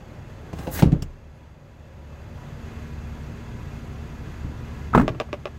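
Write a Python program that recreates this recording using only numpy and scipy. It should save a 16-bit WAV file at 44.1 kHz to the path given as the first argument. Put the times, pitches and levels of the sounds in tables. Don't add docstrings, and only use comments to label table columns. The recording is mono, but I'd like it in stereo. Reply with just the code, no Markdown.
import sys
import numpy as np
from scipy import signal
from scipy.fft import rfft, irfft, next_fast_len
from scipy.io import wavfile
from scipy.ndimage import uniform_filter1d, minimum_filter1d

SR = 44100
rng = np.random.default_rng(int(sys.argv[2]) if len(sys.argv) > 2 else 0)


def store_wav(level_fs):
    pcm = np.round(np.clip(np.atleast_2d(level_fs), -1, 1) * 32767)
    wavfile.write(sys.argv[1], SR, pcm.T.astype(np.int16))


N = 246078
TIME = np.arange(N) / SR
RING = SR // 2


def seat():
    # start_s, thud_db, contact_ms, crack_db
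    blows = [(0.5294, -22, 0.84, -33), (0.5862, -29, 0.77, -34.5), (.67, -14.5, .4, -34),
             (0.79, -34, 1.06, -28), (.822, 0, 1.09, -15.5), (.848, -5.5, 1.74, -38),
             (0.8618, -7.5, 1.67, -44), (0.9192, -6, 1.33, -31.5), (.926, -12, 1.28, -53),
             (1.014, -19, 1.9, -60)]
    # pitch_hz, level_db, fade_s
    tones = [(30.9, -10, 0.68), (77.8, -16, 0.66), (132, -7, 0.18), (164, -4.5, 0.12), (191.4, 4.5, 0.047),
             (246, -1.5, 0.029), (324, -5.5, 0.092), (422, -5, 0.045), (520, -3, 0.11), (694, -6, 0.1),
             (840, -5.5, 0.11)]
    # pitch_hz, level_db
    crack_colour = [(200, 0.5), (500, 14.5), (900, 11.5), (1300, -5), (2800, -1.5), (4500, -11),
                    (7500, -16), (10000, -23), (15500, -29)]
    # pitch_hz, level_db
    boom_colour = [(28, -18), (60, 4), (170, -12), (280, -6.5), (450, -15), (800, -30)]
    weight_delay_s = .006
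    out = np.zeros((2, N))
    for start_s, thud_db, contact_ms, crack_db in blows:
        frame = ring(tones, contact_ms * 0.695, lag_ms=0.26)
        crack = burst(crack_colour, 600, rise_ms=1, fade_s=.05, tail_db=-10, tail_s=.2)
        add(out, start_s, undb(thud_db - 11.5) * frame + undb(crack_db) * crack)
        weight = ring(tones, contact_ms, lag_ms=0.16)
        boom = burst(boom_colour, 700, rise_ms=5, fade_s=.13, tail_db=-13, tail_s=.55)
        add(out, start_s + weight_delay_s, undb(thud_db) * (weight + undb(-15.5) * boom))
    return out


def seat_clicks():
    # start_s, level_db
    clicks = [(0.5313, -34), (0.5876, -30), (1.022, -18)]
    # pitch_hz, level_db
    colour = [(300, 10), (800, 5), (1300, 2), (2000, -3), (2800, 4), (4000, -11), (5400, 1.5), (6500, -6),
              (7600, -2), (9000, -14), (15500, -15)]
    out = np.zeros((2, N))
    for start_s, level_db in clicks:
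        click = burst(colour, 700, rise_ms=0.31, fade_s=0.049, tail_db=-19, tail_s=.11)
        add(out, start_s, undb(level_db - 11.5) * click)
    return out


def leather():
    tip_s, drop_s, land_s = 0.53, 0.705, 0.8313
    grip = envelope(0.445, attack_s=0.038, end_s=0.554, release_s=.05)
    touch = envelope(tip_s, attack_s=0.065, end_s=land_s, release_s=.008)
    speed = envelope(drop_s, attack_s=0.093, end_s=land_s, release_s=0.032)
    sweep = envelope(drop_s, attack_s=0.029, end_s=land_s, release_s=0.072)
    # pitch_hz, level_db
    friction_colour = [(300, 4), (800, -15), (1600, 0.5), (3500, -8), (7500, -12), (10000, -18)]
    hiss_colour = [(5000, 3.5), (7500, 9), (9200, 5), (12000, 12), (15500, 12)]
    padding_colour = [(70, 1.5), (200, -10), (350, -12), (700, -17)]
    friction = noise(friction_colour, 600, ripple_db=4.5) * undb(2 * wander(149.8))
    hiss = noise(hiss_colour, 600, ripple_db=3) * undb(0.85 * wander(140))
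    padding = noise(padding_colour, 700, ripple_db=1) * undb(2 * wander(32))
    friction *= touch * undb(-48) + speed ** 2 * undb(-29.5)
    hiss *= touch * undb(-55.5) + sweep * undb(-31.5)
    padding *= grip * undb(-38) + (touch + sweep) / 2 * undb(-31)
    return (friction + hiss + padding) * pan(-1.5)


def door():
    # start_s, level_db, contact_ms
    blows = [(4.269, -26, 2.56), (4.442, -21, 2.37), (4.931, -20, 1.05), (4.948, -1, 0.57),
             (4.9613, -16, 1.3), (4.976, -6, .8), (4.997, -11.5, 0.66), (5.011, -10, 1.18),
             (5.098, -19, 2.7)]
    # pitch_hz, level_db, fade_s
    tones = [(35.6, -21, 0.33), (63.4, -16, 0.24), (100, -27, 0.14), (133.2, 2, 0.16), (178, 1.5, 0.16),
             (234.4, 6, 0.17), (272, -12, 0.16), (368, -1.5, 0.13), (431, -15, 0.39), (550, -29, 0.18),
             (805, 13.5, 0.025), (810, 5, 0.058), (920, -13, .13), (1010, -11, .14), (1070, -16, .16)]
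    # pitch_hz, level_db
    boom_colour = [(28, 3.5), (60, 5), (95, -22), (160, -0.5), (235, -2), (330, -1.5), (500, -15.5),
                   (900, -23.5)]
    # pitch_hz, level_db
    metal_colour = [(100, -12), (250, 7.5), (520, 1.5), (950, 5.5), (1400, -2), (1700, -3.5), (2100, -19),
                    (3200, -30), (6000, -60)]
    # pitch_hz, level_db
    snap_colour = [(1200, 13.5), (2400, 4), (4000, -6), (6000, -11), (8000, -9.5), (10000, -19),
                   (15500, -17)]
    out = np.zeros((2, N))
    for start_s, level_db, contact_ms in blows:
        thud = ring(tones, contact_ms, lag_ms=-0.012)
        boom = burst(boom_colour, 870, rise_ms=6.8, fade_s=0.28, tail_db=-13, tail_s=0.48)
        metal = burst(metal_colour, 2000, rise_ms=0.62, fade_s=0.037, tail_db=-16.5, tail_s=0.15)
        snap = burst(snap_colour, 1800, rise_ms=1.5, fade_s=0.045, tail_db=-14.5, tail_s=0.22)
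        metal *= undb(2.5 - 12 * contact_ms)
        snap *= undb(-14.5 - 6 * contact_ms)
        add(out, start_s, undb(level_db) * (thud + undb(-14.5) * boom + metal + snap))
    return out


def latch():
    # start_s, level_db, contact_ms
    blows = [(4.9371, -12, 0.17), (4.948, -14.5, 0.075), (4.9765, -10.5, 0.074)]
    # pitch_hz, level_db, fade_s
    tones = [(1150, -19, .15), (1286, 5, 0.054), (1306, 1.5, 0.063), (1430, -5, 0.11), (2064, -14.5, 0.1),
             (2530, -18, 0.11)]
    out = np.zeros((2, N))
    for start_s, level_db, contact_ms in blows:
        add(out, start_s, undb(level_db) * ring(tones, contact_ms, lag_ms=0.054))
    return out * pan(-2)


def rattle():
    # start_s, level_db, rebound_gap_s
    knocks = [(5.0797, -7, .011), (5.148, -29.5, 0.0045), (5.2004, -7.5, 0.011), (5.2883, -35, 0.0056),
              (5.3295, -12, 0.01), (5.4556, -13, .0138)]
    out = np.zeros((2, N))
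    for start_s, level_db, gap_s in knocks:
        add(out, start_s, knock(level_db))
        add(out, start_s + gap_s, knock(level_db - 9.5))
        add(out, start_s + gap_s * 1.55, knock(level_db - 15.5))
    return out


def knock(level_db):
    # pitch_hz, level_db, fade_s
    tones = [(381, -2.5, 0.066), (452, 3, 0.04), (589, 5.5, 0.052), (850, -16.5, 0.05), (1128, -3.5, 0.029),
             (1610, -16, 0.026), (1990, -19, 0.025), (2450, -8, 0.0085), (2700, -14, 0.0067),
             (3540, -17, .01), (5100, -14, 0.0055), (7000, -13, 0.0049)]
    # pitch_hz, level_db
    scatter_colour = [(300, 5.5), (700, 7), (1600, -10.5), (2700, -8), (4300, -20), (5500, -21.5),
                      (9500, -37), (15000, -39)]
    contact_ms = 0.058 * undb(-0.21 * level_db)
    direct = disperse(ring(tones, contact_ms, lag_ms=-0.032), hz=940)
    scatter = burst(scatter_colour, 2300, rise_ms=0.35, fade_s=0.04, tail_db=-15.5, tail_s=0.2)
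    return undb(level_db) * (direct + undb(-15) * scatter)


def idle():
    # time_s, level_db
    opening = [(0, -53.5), (0.162, -53.5), (0.45, -52)]
    dip_and_rise = [(1.2, -59), (1.66, -59.5), (2.1, -55.5), (2.48, -50.5),
                    (3.22, -49), (3.57, -49.5), (4.85, -49)]
    second_dip = [(5.28, -54), (5.58, -54.5)]
    level_db = np.interp(TIME, *np.transpose(opening + dip_and_rise + second_dip))
    firing_hz = 36.1 * (1 + .003 * wander(3))
    phase = 2 * np.pi * np.cumsum(firing_hz) / SR
    low = through_cab(exhaust(phase), fan_hum())
    return undb(level_db) * (undb(11.5) * low + undb(2.5) * engine_rush(phase) * pan(-2.2))


def exhaust(phase):
    # multiple_of_firing_rate, level_db
    tones = [(1, -7), (2, -1), (4, -5), (8, -22)]
    # pitch_hz, level_db
    rumble_colour = [(20, -33), (34, -36), (55, -5.5), (78, 1.5), (110, -1.5), (165, -5.5), (240, -12.5),
                     (400, -16), (650, -24)]
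    note = sum(undb(db + 1.5 * wander(7)) * np.sin(multiple * phase + rng.uniform(0, 2 * np.pi))
               for multiple, db in tones)
    return note + undb(0.5) * noise(rumble_colour, 420, ripple_db=-0.5)


def fan_hum():
    # pitch_hz, level_db
    tones = [(58, -6.5), (116, -6.5), (231.6, -5.5), (360, -28), (986, -31), (1682, -27.5)]
    drifting_time = TIME + np.cumsum(0.0011 * wander(4)) / SR
    return sum(undb(db + 1.5 * wander(4)) * np.sin(2 * np.pi * hz * drifting_time) for hz, db in tones)


def through_cab(rumble, hum):
    leave_s, leaving_takes_s = 2.24, 0.62
    inside = np.clip(1 - (TIME - leave_s) / leaving_takes_s, 0, 1)
    upper_band = signal.butter(1, [140, 330], "bandpass", fs=SR, output="sos")
    upper_rumble = signal.sosfilt(upper_band, rumble)
    hollow = undb(-9) * noise([(350, -2), (550, -0.5), (800, -2.5), (1100, -13)], 580, ripple_db=6)
    return rumble + hum * undb(-5.5 * inside) + inside * (hollow - 0.21 * upper_rumble)


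def engine_rush(phase):
    # pitch_hz, level_db
    colour = [(240, -53), (400, -0.5), (445, -10.5), (718, -6), (961, -12.5), (1040, -9.5), (1670, -11.5),
              (2140, -11.5), (2530, -14), (3900, -21.5), (5550, -28), (6470, -24), (9660, -39),
              (13300, -33.5), (15800, -43)]
    # pitch_hz, width_hz, level_db
    whirrs = [(302.5, 18, -10.5), (416, 31, -14), (604, 56, -21.5), (979, 7.9, -11), (1363, 86, -12),
              (2390, 110, -23), (2650, 40, -18.5), (4600, 360, -21.5), (6000, 90, -29), (6150, 84, -26),
              (6870, 150, -26.5)]
    rush = noise(colour, 417, ripple_db=3.5)
    rush += sum(undb(db) * whirr(hz, width_hz) for hz, width_hz, db in whirrs)
    throb = 1 + 0.05 * np.cos(phase)
    flutter = undb(.5 * wander(11))
    return rush * throb * flutter


def chirps():
    first_s, every_s, length_s = 0.29, 1.016, .094
    age_s = (TIME - first_s) % every_s
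    swell = np.sqrt(np.clip(1 - (2 * age_s / length_s - 1) ** 2, 0, 1))
    return undb(-81) * swell * whirr(hz=10870, width_hz=60)


def ring(tones, contact_ms, lag_ms):
    t = np.arange(RING) / SR
    body = sum(undb(db) * fade(fade_s) * np.sin(2 * np.pi * hz * t) for hz, db, fade_s in tones)
    ear_delay_ms = np.array([[max(lag_ms, 0)], [max(-lag_ms, 0)]])
    push_time = (t[:SR // 20] * 1000 - ear_delay_ms) / max(contact_ms, .02) - 3
    push_and_release = -push_time * np.exp(-push_time ** 2)
    sound = signal.fftconvolve(body[None], push_and_release, axes=1)[:, :RING]
    return sound / np.abs(sound).max()


def burst(colour, apart_hz, rise_ms, fade_s, tail_db, tail_s):
    rise = 1 - np.exp(-(np.arange(RING) / SR * 1000 / rise_ms) ** 2)
    decay = fade(fade_s) + undb(tail_db) * fade(tail_s)
    return noise(colour, apart_hz, ripple_db=3.5, size=RING) * rise * decay


def noise(colour, apart_hz, ripple_db, size=N):
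    fft_size = next_fast_len(size, True)
    hz = np.fft.rfftfreq(fft_size, 1 / SR) + 1
    points_hz, db = np.transpose(colour)
    grid_hz = np.arange(0, SR / 2, 60)
    ripple = np.interp(hz, grid_hz, rng.standard_normal(len(grid_hz))) * hz / (hz + 500)
    gain = undb(np.interp(np.log(hz), np.log(points_hz), db) + ripple_db * ripple)
    gain /= np.sqrt((1 + (.7 * points_hz[0] / hz) ** 6) * (1 + (.7 * hz / points_hz[-1]) ** 6))
    middle, side = rfft(rng.standard_normal((2, fft_size)))
    width = 0.12 + hz ** 2 / (hz ** 2 + apart_hz ** 2)
    ears = middle + np.outer([1, -1], width) * side
    return unit(irfft(gain * ears)[:, :size])


def whirr(hz, width_hz):
    resonance = signal.iirpeak(hz, hz / width_hz, fs=SR)
    return unit(signal.lfilter(*resonance, rng.standard_normal((2, N))))


def disperse(sound, hz):
    pole = np.exp(-2 * np.pi * hz / SR)
    for _ in range(2):
        sound = signal.lfilter([-pole, 1], [1, -pole], sound)
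    return sound


def envelope(start_s, attack_s, end_s, release_s):
    return np.clip(np.minimum((TIME - start_s) / attack_s, (end_s - TIME) / release_s), 0, 1)


def fade(fade_s):
    return np.exp(-np.log(1000) * np.arange(RING) / SR / fade_s)


def wander(rate_hz):
    step = int(SR / rate_hz)
    stairs = np.repeat(rng.standard_normal(N // step + 1), step)
    return 1.164 * uniform_filter1d(stairs, step)[:N]


def add(out, start_s, sound):
    start = int(start_s * SR)
    out[:, start:start + RING] += sound[..., :N - start]


def pan(db):
    return undb([[db / 2], [-db / 2]])


def undb(db):
    return 10 ** (np.asarray(db) / 20)


def unit(x):
    return x / np.sqrt(np.mean(x ** 2))


def scene():
    return idle() + chirps() + leather() + seat() + seat_clicks() + door() + latch() + rattle()


def record(dry):
    sound = dry * pan(-.5)
    window, top_hz = SR // 200, 15900
    safe_gain = 1 / np.maximum(np.abs(sound).max(axis=0), 1)
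    smooth_gain = uniform_filter1d(minimum_filter1d(safe_gain, window), window)
    treble_cut = signal.ellip(10, .2, 70, top_hz, fs=SR, output="sos")
    return signal.sosfilt(treble_cut, sound * smooth_gain)


dry = scene()
out = record(dry)
store_wav(out)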